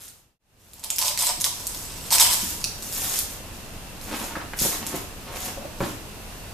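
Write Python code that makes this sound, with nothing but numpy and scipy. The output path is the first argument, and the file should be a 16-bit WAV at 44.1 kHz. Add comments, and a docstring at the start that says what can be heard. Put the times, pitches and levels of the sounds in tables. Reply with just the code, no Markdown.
"""A sprig of plastic berries and glittery stems is pushed into a floral arrangement in a small room.
Its stem crunches into the foam in a few shoves, each a swarm of tiny breaks. Stiff leaves brush past
each other and snap free, then things are dragged and bumped on the table behind it.
A near surface repeats every snap, and the room rings briefly over a low rumble and hiss.
The sound starts quiet, fades out, and is fully back after about two seconds."""
import sys
import numpy as np
from scipy import signal
from scipy.fft import rfft, irfft, next_fast_len
from scipy.io import wavfile
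from scipy.ndimage import uniform_filter1d

SR = 44100
rng = np.random.default_rng(int(sys.argv[2]) if len(sys.argv) > 2 else 0)


def transcribe(signal):
    """Save signal, clipped to [-1, 1], as a 16-bit WAV file at the path in sys.argv[1]."""
    frames = np.atleast_2d(signal).T
    limited = np.clip(frames, -1, 1)
    pcm = np.round(limited * 32767).astype(np.int16)
    wavfile.write(sys.argv[1], SR, pcm)


N = 287973
T = np.arange(N) / SR
TOP_HZ = 14250  # higher pitches are cut from the finished sound


def undb(db):
    """Turn decibels into a number to multiply by."""
    return 10 ** (np.asarray(db) / 20)


def unit(x):
    """Scale a sound to an average power of 1."""
    return x / np.sqrt(np.mean(x ** 2))


def add(track, s, sound):
    """Mix a sound into the track, starting s seconds in."""
    i = max(int(s * SR), 0)
    track[i:i + len(sound)] += sound[:max(N - i, 0)]


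def keep_band(x, kind, hz, order):
    """Keep the "low" or the "high" side of a pitch."""
    return signal.sosfilt(signal.butter(order, hz, kind, fs=SR, output="sos"), x)


def colour(x, points, modes=()):
    """Shape the tone with a curve of (pitch [Hz], relative level [dB]) points and any ringing notes."""
    size = 2 * next_fast_len(x.shape[-1])
    hz = np.arange(size // 2 + 1) * SR / size + 1e-3
    point_hz, point_db = np.transpose(points)
    curve = undb(np.interp(np.log(hz), np.log(point_hz), point_db))
    cepstrum = irfft(np.log(curve))
    response = np.exp(rfft(2 * cepstrum[:size // 2], size))  # rings after a hit, never before it
    response *= 1 + sum(undb(db) / (1 + 1j * (hz ** 2 - note ** 2) / (hz * width))
                        for note, width, db in modes)
    response /= np.sqrt(np.mean(np.abs(response[hz < TOP_HZ]) ** 2))
    return irfft(rfft(x, size) * response)[..., :x.shape[-1]]


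def burst(hz, octaves, t60, size):
    """One small hit: a cluster of notes round one pitch that dies away by 60 dB in t60 seconds."""
    pitches = np.arange(1, size // 2 + 2) * SR / size
    weight = np.exp(-.5 * (np.log2(pitches / hz) / octaves) ** 2) / np.sqrt(pitches)
    ring = irfft(weight * np.exp(2j * np.pi * rng.random(len(pitches))))
    ring *= np.exp(-np.log(1000) * np.arange(size) / SR / t60)
    return ring / np.linalg.norm(ring)


def grains(per_s, spread_db, t60, octaves, count=24):
    """Many tiny breaks of uneven size, each ringing at one of a set of pitches."""
    chance = rng.random(N)
    sizes = undb(spread_db * np.minimum(rng.exponential(size=N), 3.5))
    hits = (chance < per_s / SR) * sizes * rng.choice([-1, 1], N)
    hits /= np.sqrt(uniform_filter1d(hits ** 2, SR // 25) + 1e-2)  # even out the loudness
    choice = rng.integers(count, size=N)
    return unit(sum(signal.oaconvolve(hits * (choice == k), burst(hz, octaves, t60, size=256))[:N]
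                    for k, hz in enumerate(np.linspace(1800, 13500, count))))


def effort(moves, rise_s, fall_db_per_s):
    """Strength over time: each move swells up to its time, holds, then fades; the strongest leads."""
    strength = np.zeros(N)
    for s, held_s, db in moves:
        swell = np.clip(1 + (T - s) / rise_s, 0, 1)
        fall_db = fall_db_per_s * np.clip(T - s - held_s, 0, 1)
        strength = np.maximum(strength, swell * undb(db - fall_db))
    return strength


def scatter(delay_s, apart, size=512):
    """A path through the leaves: each pitch gets its own small delay; left and right part up high."""
    hz = np.arange(size // 2 + 1) * SR / size
    delay = delay_s * uniform_filter1d(rng.exponential(size=len(hz)), 2) + 8 / SR
    phase = np.cumsum(2 * np.pi * SR / size * delay)
    split = apart * hz / (hz + 1500) * 2 * uniform_filter1d(rng.standard_normal(len(hz)), size=4)
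    return irfft(np.exp(-1j * (phase + np.array([split, -split]))))[:, :size // 2]


def room_response(tail_db, scatter_s, t60=0.51, echo_db=-3.5):
    """The room's answer to a click: direct sound, one near echo, and a tail whose highs die first."""
    t = T[:SR * 2 // 3]
    mid, side = rng.standard_normal((2, 2, len(t)))
    side = keep_band(side, "high", 700, order=1)
    pair = np.array([mid + side, mid - side])
    fall = -np.log(1000) * t / t60
    soft = keep_band(pair[:, 0], "low", 7000, order=2) * np.exp(fall)
    bright = keep_band(pair[:, 1], "high", 7000, order=2) * np.exp(1.43 * fall)
    tail = (soft + bright) * (1 - np.exp(-t / 0.00067))
    response = undb(tail_db) * tail / np.linalg.norm(tail, axis=1, keepdims=True)
    echo_s = .0053 + .00012 * rng.standard_normal()
    directs = scatter(scatter_s, apart=0.32)
    echoes = scatter(1.467 * scatter_s, apart=0.26)
    for channel, direct, echo in zip(response, directs, echoes):
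        add(channel, 0, direct)
        add(channel, echo_s, undb(echo_db) * echo)
    return response / np.linalg.norm(response, axis=1, keepdims=True)


def room(x, tail_db, scatter_s, pan_db, wander_hz, count=4):
    """The paths to the two microphones change as the sounding spot wanders between a few places."""
    shares = np.maximum(np.cos(2 * np.pi * (wander_hz * T + np.arange(count)[:, None] / count)), 0)
    shares /= np.linalg.norm(shares, axis=0)
    heard = sum(signal.oaconvolve((x * share)[None], room_response(tail_db, scatter_s), axes=1)[:, :N]
                for share in shares)
    return heard * undb(np.array([[pan_db], [-pan_db]]) / 2)


# Tone of the quiet room: (pitch [Hz], relative level [dB])
BACKGROUND_TONE = [(11, -53), (18, 1), (55, -2), (96, -4), (130, -6.5), (326, -13), (396, -14.5),
                   (443, -14), (840, -16.5), (1020, -18.5), (2230, -23.5), (2710, -21.5), (3200, -24),
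                   (5740, -25), (14000, -28.5)]


def background(whine_hz=2720, room_note_hz=204, level_db=-40):
    """The quiet room: a low rumble shared by both sides, a faint whine and a wide hiss."""
    notes = [(whine_hz, 130, -3.5), (room_note_hz, 14, -14.0)]
    mid = unit(colour(rng.standard_normal(N), BACKGROUND_TONE, notes))
    side = unit(colour(rng.standard_normal(N), BACKGROUND_TONE))
    side = undb(-11) * side + undb(-3) * keep_band(side, "high", 1500, order=1)
    return np.array([mid + side, mid - side]) * undb(level_db)


# Between shoves the hand stays on the sprig, stirring the leaves and grinding the stem a little.
GRIP_START_S, GRIP_HELD_S = 0.75, 1.9
# Tone of the rustle: (pitch [Hz], relative level [dB])
LEAF_TONE = [(710, -27), (1200, -10), (1290, -8), (2220, -9), (4380, -5.5), (6820, 0.5), (10100, -0.5),
             (11600, 1.5), (14000, 1.5)]
# Leaves and needles sweeping over each other: (time [s], hold [s], relative level [dB])
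LEAF_STROKES = [(.01, 0.057, -29), (.13, 0.066, -39.5), (.60, 0.19, -42), (1.55, .28, -38),
                (2.06, 0.018, -39.5), (2.32, 0.19, -30.5), (2.58, 0.041, -44), (2.68, 0.14, -43.5),
                (2.835, 0.064, -36), (2.935, 0.092, -29), (3.03, 0.16, -28), (3.315, 0.0035, -36.5),
                (3.55, .004, -45), (4.035, 0.085, -42.5), (4.14, .12, -36.5), (4.355, .004, -47),
                (4.605, 0.049, -22), (4.69, 0.052, -30.5), (4.885, .004, -34), (4.96, .004, -34.5),
                (5.355, .03, -37), (5.415, 0.049, -32.5), (5.815, 0.081, -40), (6.3, .01, -52)]


def leaves(grip_db=-52):
    """Needles and glitter flick past each other in fine ticks; gives the sound and its strength."""
    moves = LEAF_STROKES + [(GRIP_START_S, GRIP_HELD_S, grip_db)]
    brush = effort(moves, rise_s=0.046, fall_db_per_s=233)
    ticks = grains(per_s=1500, spread_db=4, t60=0.0028, octaves=0.88) * brush
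    rustle = colour(ticks, LEAF_TONE) * undb(1.12)
    return room(rustle, tail_db=5.0, scatter_s=0.000242, pan_db=0.3, wander_hz=17), brush


def small_snaps(handling, per_s=19, spread_db=2.5, count=400):
    """List lesser snaps that come by chance, about as strong as the handling is at that moment."""
    gaps = rng.gamma(2, .5, count) / per_s  # a leaf needs a moment to bend before it slips
    rows = []
    for s, (size, pitch) in zip(np.cumsum(gaps), rng.standard_normal((count, 2))):
        if s < T[-1]:
            handling_db = 20 * np.log10(handling[int(s * SR)] + 1e-9)
            rows.append((s, handling_db + .5 + spread_db * size, 8000 * 2 ** (.25 * pitch)))
    return rows


# Tone of stiff plastic: (pitch [Hz], relative level [dB])
PLASTIC_TONE = [(300, -60), (900, -13), (1500, -9), (2800, -3.5), (5000, -1.5), (8000, -0.5), (14000, 2)]
# The loudest snaps: (time [s], relative level [dB], pitch [Hz])
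LOUD_SNAPS = [(0.0814, -20, 9900), (.734, -24, 9300), (.7953, -26, 9000), (.839, -11.5, 9100),
              (0.9027, -5, 7300), (.961, -14, 8550), (0.984, -4, 8200), (1.0148, -11, 7450),
              (1.0253, -10, 7600), (1.081, -9.5, 6600), (1.1752, -13, 6040), (1.2144, -20, 6500),
              (1.402, -19, 8550), (1.4116, -11.5, 8100), (1.4424, -9, 7060), (1.669, -17, 9800),
              (2.106, -20, 6800), (2.1198, -24, 6640), (2.137, -18, 6350), (2.1438, -18, 8000),
              (2.1833, -12, 6750), (2.1989, -9, 6000), (2.2248, -14, 7650), (2.2417, -19, 6800),
              (2.3361, -17, 8560), (2.6418, -15.5, 4800), (2.824, -27.5, 8500), (3.14, -21.5, 9050),
              (3.1894, -15.5, 12500), (4.013, -35.5, 6140), (4.628, -21, 10700), (4.8662, -20.5, 11500),
              (4.957, -28, 9500)]


def snaps(handling):
    """A stiff leaf or twig slips free with a sharp crack and a tiny ring; thin ones ring higher."""
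    track = np.zeros(N)
    for s, db, hz in LOUD_SNAPS + small_snaps(handling):
        crack = burst(hz, octaves=1.16, t60=0.0027, size=512)
        ring = burst(hz, octaves=.55, t60=.009, size=512)
        release = 1 - np.exp(-T[:len(crack)] / 0.00019)  # the plastic takes a moment to let go
        snap = colour((crack + undb(-5.5) * ring) * release, PLASTIC_TONE)
        add(track, s - .0004, undb(db) * snap / np.linalg.norm(snap))
    return room(track * undb(23.5), tail_db=0.5, scatter_s=0.000285, pan_db=-1.0, wander_hz=7)


# Tone of crushed foam: (pitch [Hz], relative level [dB])
CRUNCH_TONE = [(150, -39), (300, -8.5), (440, -13), (600, -6), (1000, -2), (1250, -8), (1800, -7.5),
               (2500, -0.5), (5000, 4), (6300, 4.5), (8300, 6), (9700, 2.5), (14000, 4)]
# Ringing notes of the foam block and the stem in it: (pitch [Hz], width [Hz], boost [dB])
FOAM_NOTES = [(600, 46, 9.5), (715, 26, 9.5), (895, 50, 11), (979, 25, 14), (3060, 60, -0.5),
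              (5020, 130, -2), (7840, 32, 5), (8600, 120, -4)]
# Shoves of the stem into the foam: (time [s], hold [s], relative level [dB])
STEM_SHOVES = [(.84, 0.013, -26.5), (.908, 0.0022, -23.5), (.995, 0.1, -18.5), (1.19, 0.1, -17.5),
               (1.452, 0.0018, -17.5), (2.118, 0.033, -17), (2.206, .006, -10.5), (2.225, 0.038, -19.5),
               (2.295, .048, -22.5)]


def stem(grip_db=-41.5):
    """Foam cells break in a crunch that rings block and stem; gives the sound and its strength."""
    moves = STEM_SHOVES + [(GRIP_START_S, GRIP_HELD_S, grip_db)]
    push = effort(moves, rise_s=0.015, fall_db_per_s=480)
    breaks = grains(per_s=900, spread_db=3.0, t60=0.0025, octaves=1.0) * push
    crunch = colour(breaks, CRUNCH_TONE, FOAM_NOTES) * undb(2.0)
    return room(crunch, tail_db=0.5, scatter_s=0.000206, pan_db=0.0, wander_hz=13), push


# Dull bumps on the table: (time [s], relative peak [dB], pitch [Hz], width [octaves], ring time [s])
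TABLE_BUMPS = [(1.376, -35, 208, 0.48, 0.079), (2.425, -29.5, 269, 0.34, 0.14),
               (4.129, -32, 265, 0.22, .05), (4.354, -21, 1460, .35, 0.037),
               (4.365, -21.5, 596, 1.25, 0.045), (4.534, -21, 1380, 1.17, 0.021),
               (4.616, -18.5, 400, 0.69, 0.02), (4.650, -17.5, 370, 1.45, 0.054),
               (4.941, -20, 430, 0.6, 0.046), (5.805, -13.5, 470, 1.3, 0.048),
               (5.813, -21, 230, 1.47, 0.25)]


def bumps(hits=TABLE_BUMPS):
    """Each knock against the table sets off a cluster of notes that quickly dies away."""
    track = np.zeros(N)
    for s, db, hz, octaves, t60 in hits:
        thud = burst(hz, octaves, t60, size=8192)
        add(track, s, undb(db + 1.0) * thud / np.abs(thud).max())
    return track


# Tones of rubbing on the table and of its deep boom: (pitch [Hz], relative level [dB])
RUB_TONE = [(100, -21), (300, -0.5), (600, 4), (1000, 0), (1500, -3.5), (2600, -5), (5000, -10.5),
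            (12000, -40)]
BOOM_TONE = [(60, -36), (130, -20), (200, 4.5), (300, 7.5), (650, 7), (1300, -44.5), (5000, -49)]
# Low ringing notes of the table top: (pitch [Hz], width [Hz], boost [dB])
TABLE_NOTES = [(207, 25, 14), (264, 62, 12), (294, 13, 19)]
# Sleeve and branches dragging: (time [s], hold [s], relative level [dB], boom over the rubbing [dB])
TABLE_DRAGS = [(2.97, .18, -38, -9.5), (4.101, .02, -32, -6), (4.132, 0.02, -27, -5),
               (4.2, 0.044, -32.5, -9), (4.28, 0.14, -38, -3), (4.645, 0.016, -31, 3.5),
               (4.74, 0.0085, -31.5, -12), (4.82, 0.079, -36.5, -2), (4.945, 0.024, -32, -2.5),
               (5.295, .004, -34, -20), (5.352, .01, -31.5, -34), (5.4, .06, -40.5, -12),
               (5.48, .01, -33.5, -8), (5.57, 0.14, -46.5, 1), (5.837, 0.0031, -28.5, 2),
               (5.9, 0.0082, -36, -5), (6.3, .006, -41.5, -9)]


def drags(slips_per_s=900, rise_s=0.046, fall_db_per_s=278):
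    """Things stick and slip over the table in tiny jerks, and make it boom when pressed."""
    slips = (rng.random(N) < slips_per_s / SR) * rng.standard_normal(N)
    rubs = [(s, held_s, db) for s, held_s, db, _ in TABLE_DRAGS]
    presses = [(s, held_s, db + boom_db) for s, held_s, db, boom_db in TABLE_DRAGS]
    rub = effort(rubs, rise_s, fall_db_per_s) * unit(colour(slips, RUB_TONE))
    boom = effort(presses, rise_s, fall_db_per_s) * unit(colour(slips, BOOM_TONE, TABLE_NOTES))
    return (rub + boom) * undb(-4.0)


# Short creaks on the table: (time [s], relative peak [dB], pitch [Hz])
TABLE_CREAKS = [(5.574, -27.5, 595), (5.621, -33, 620), (5.647, -29, 605)]


def creaks(octaves=0.12, t60=.05):
    """Something catches and slips on the table: like a bump, but with a clearer pitch."""
    return bumps([(s, db, hz, octaves, t60) for s, db, hz in TABLE_CREAKS])


def scene():
    """All the handling over the quiet room; harder pushing and brushing make the small snaps louder."""
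    crunch, push = stem()
    rustle, brush = leaves()
    table = room(drags() + bumps() + creaks(), tail_db=1.5, scatter_s=.0001, pan_db=-0.1, wander_hz=5)
    return crunch + rustle + table + background() + snaps(push + brush)


def record(dry, silent_at_s=.388, fade_s=1.57):
    """Two microphones differ in tone; peaks are rounded, the volume dips to zero, and the top is cut."""
    left = colour(dry[0], [(1000, 1.4), (2800, 0.66), (5500, -1.65), (9000, -1.0), (13000, 2.34)])
    right = colour(dry[1], [(1000, 1.77), (2800, 1.3), (5500, 1.1), (9000, 1.2), (13000, -1.0)])
    rounded = np.tanh(.7 * np.array([left, right])) / .7
    fader = np.minimum(np.abs(T - silent_at_s) / fade_s, 1) ** 1.087
    top_cut = signal.ellip(12, .1, 80, TOP_HZ, fs=SR, output="sos")
    return signal.sosfilt(top_cut, rounded * fader)


dry = scene()
out = record(dry)
transcribe(out)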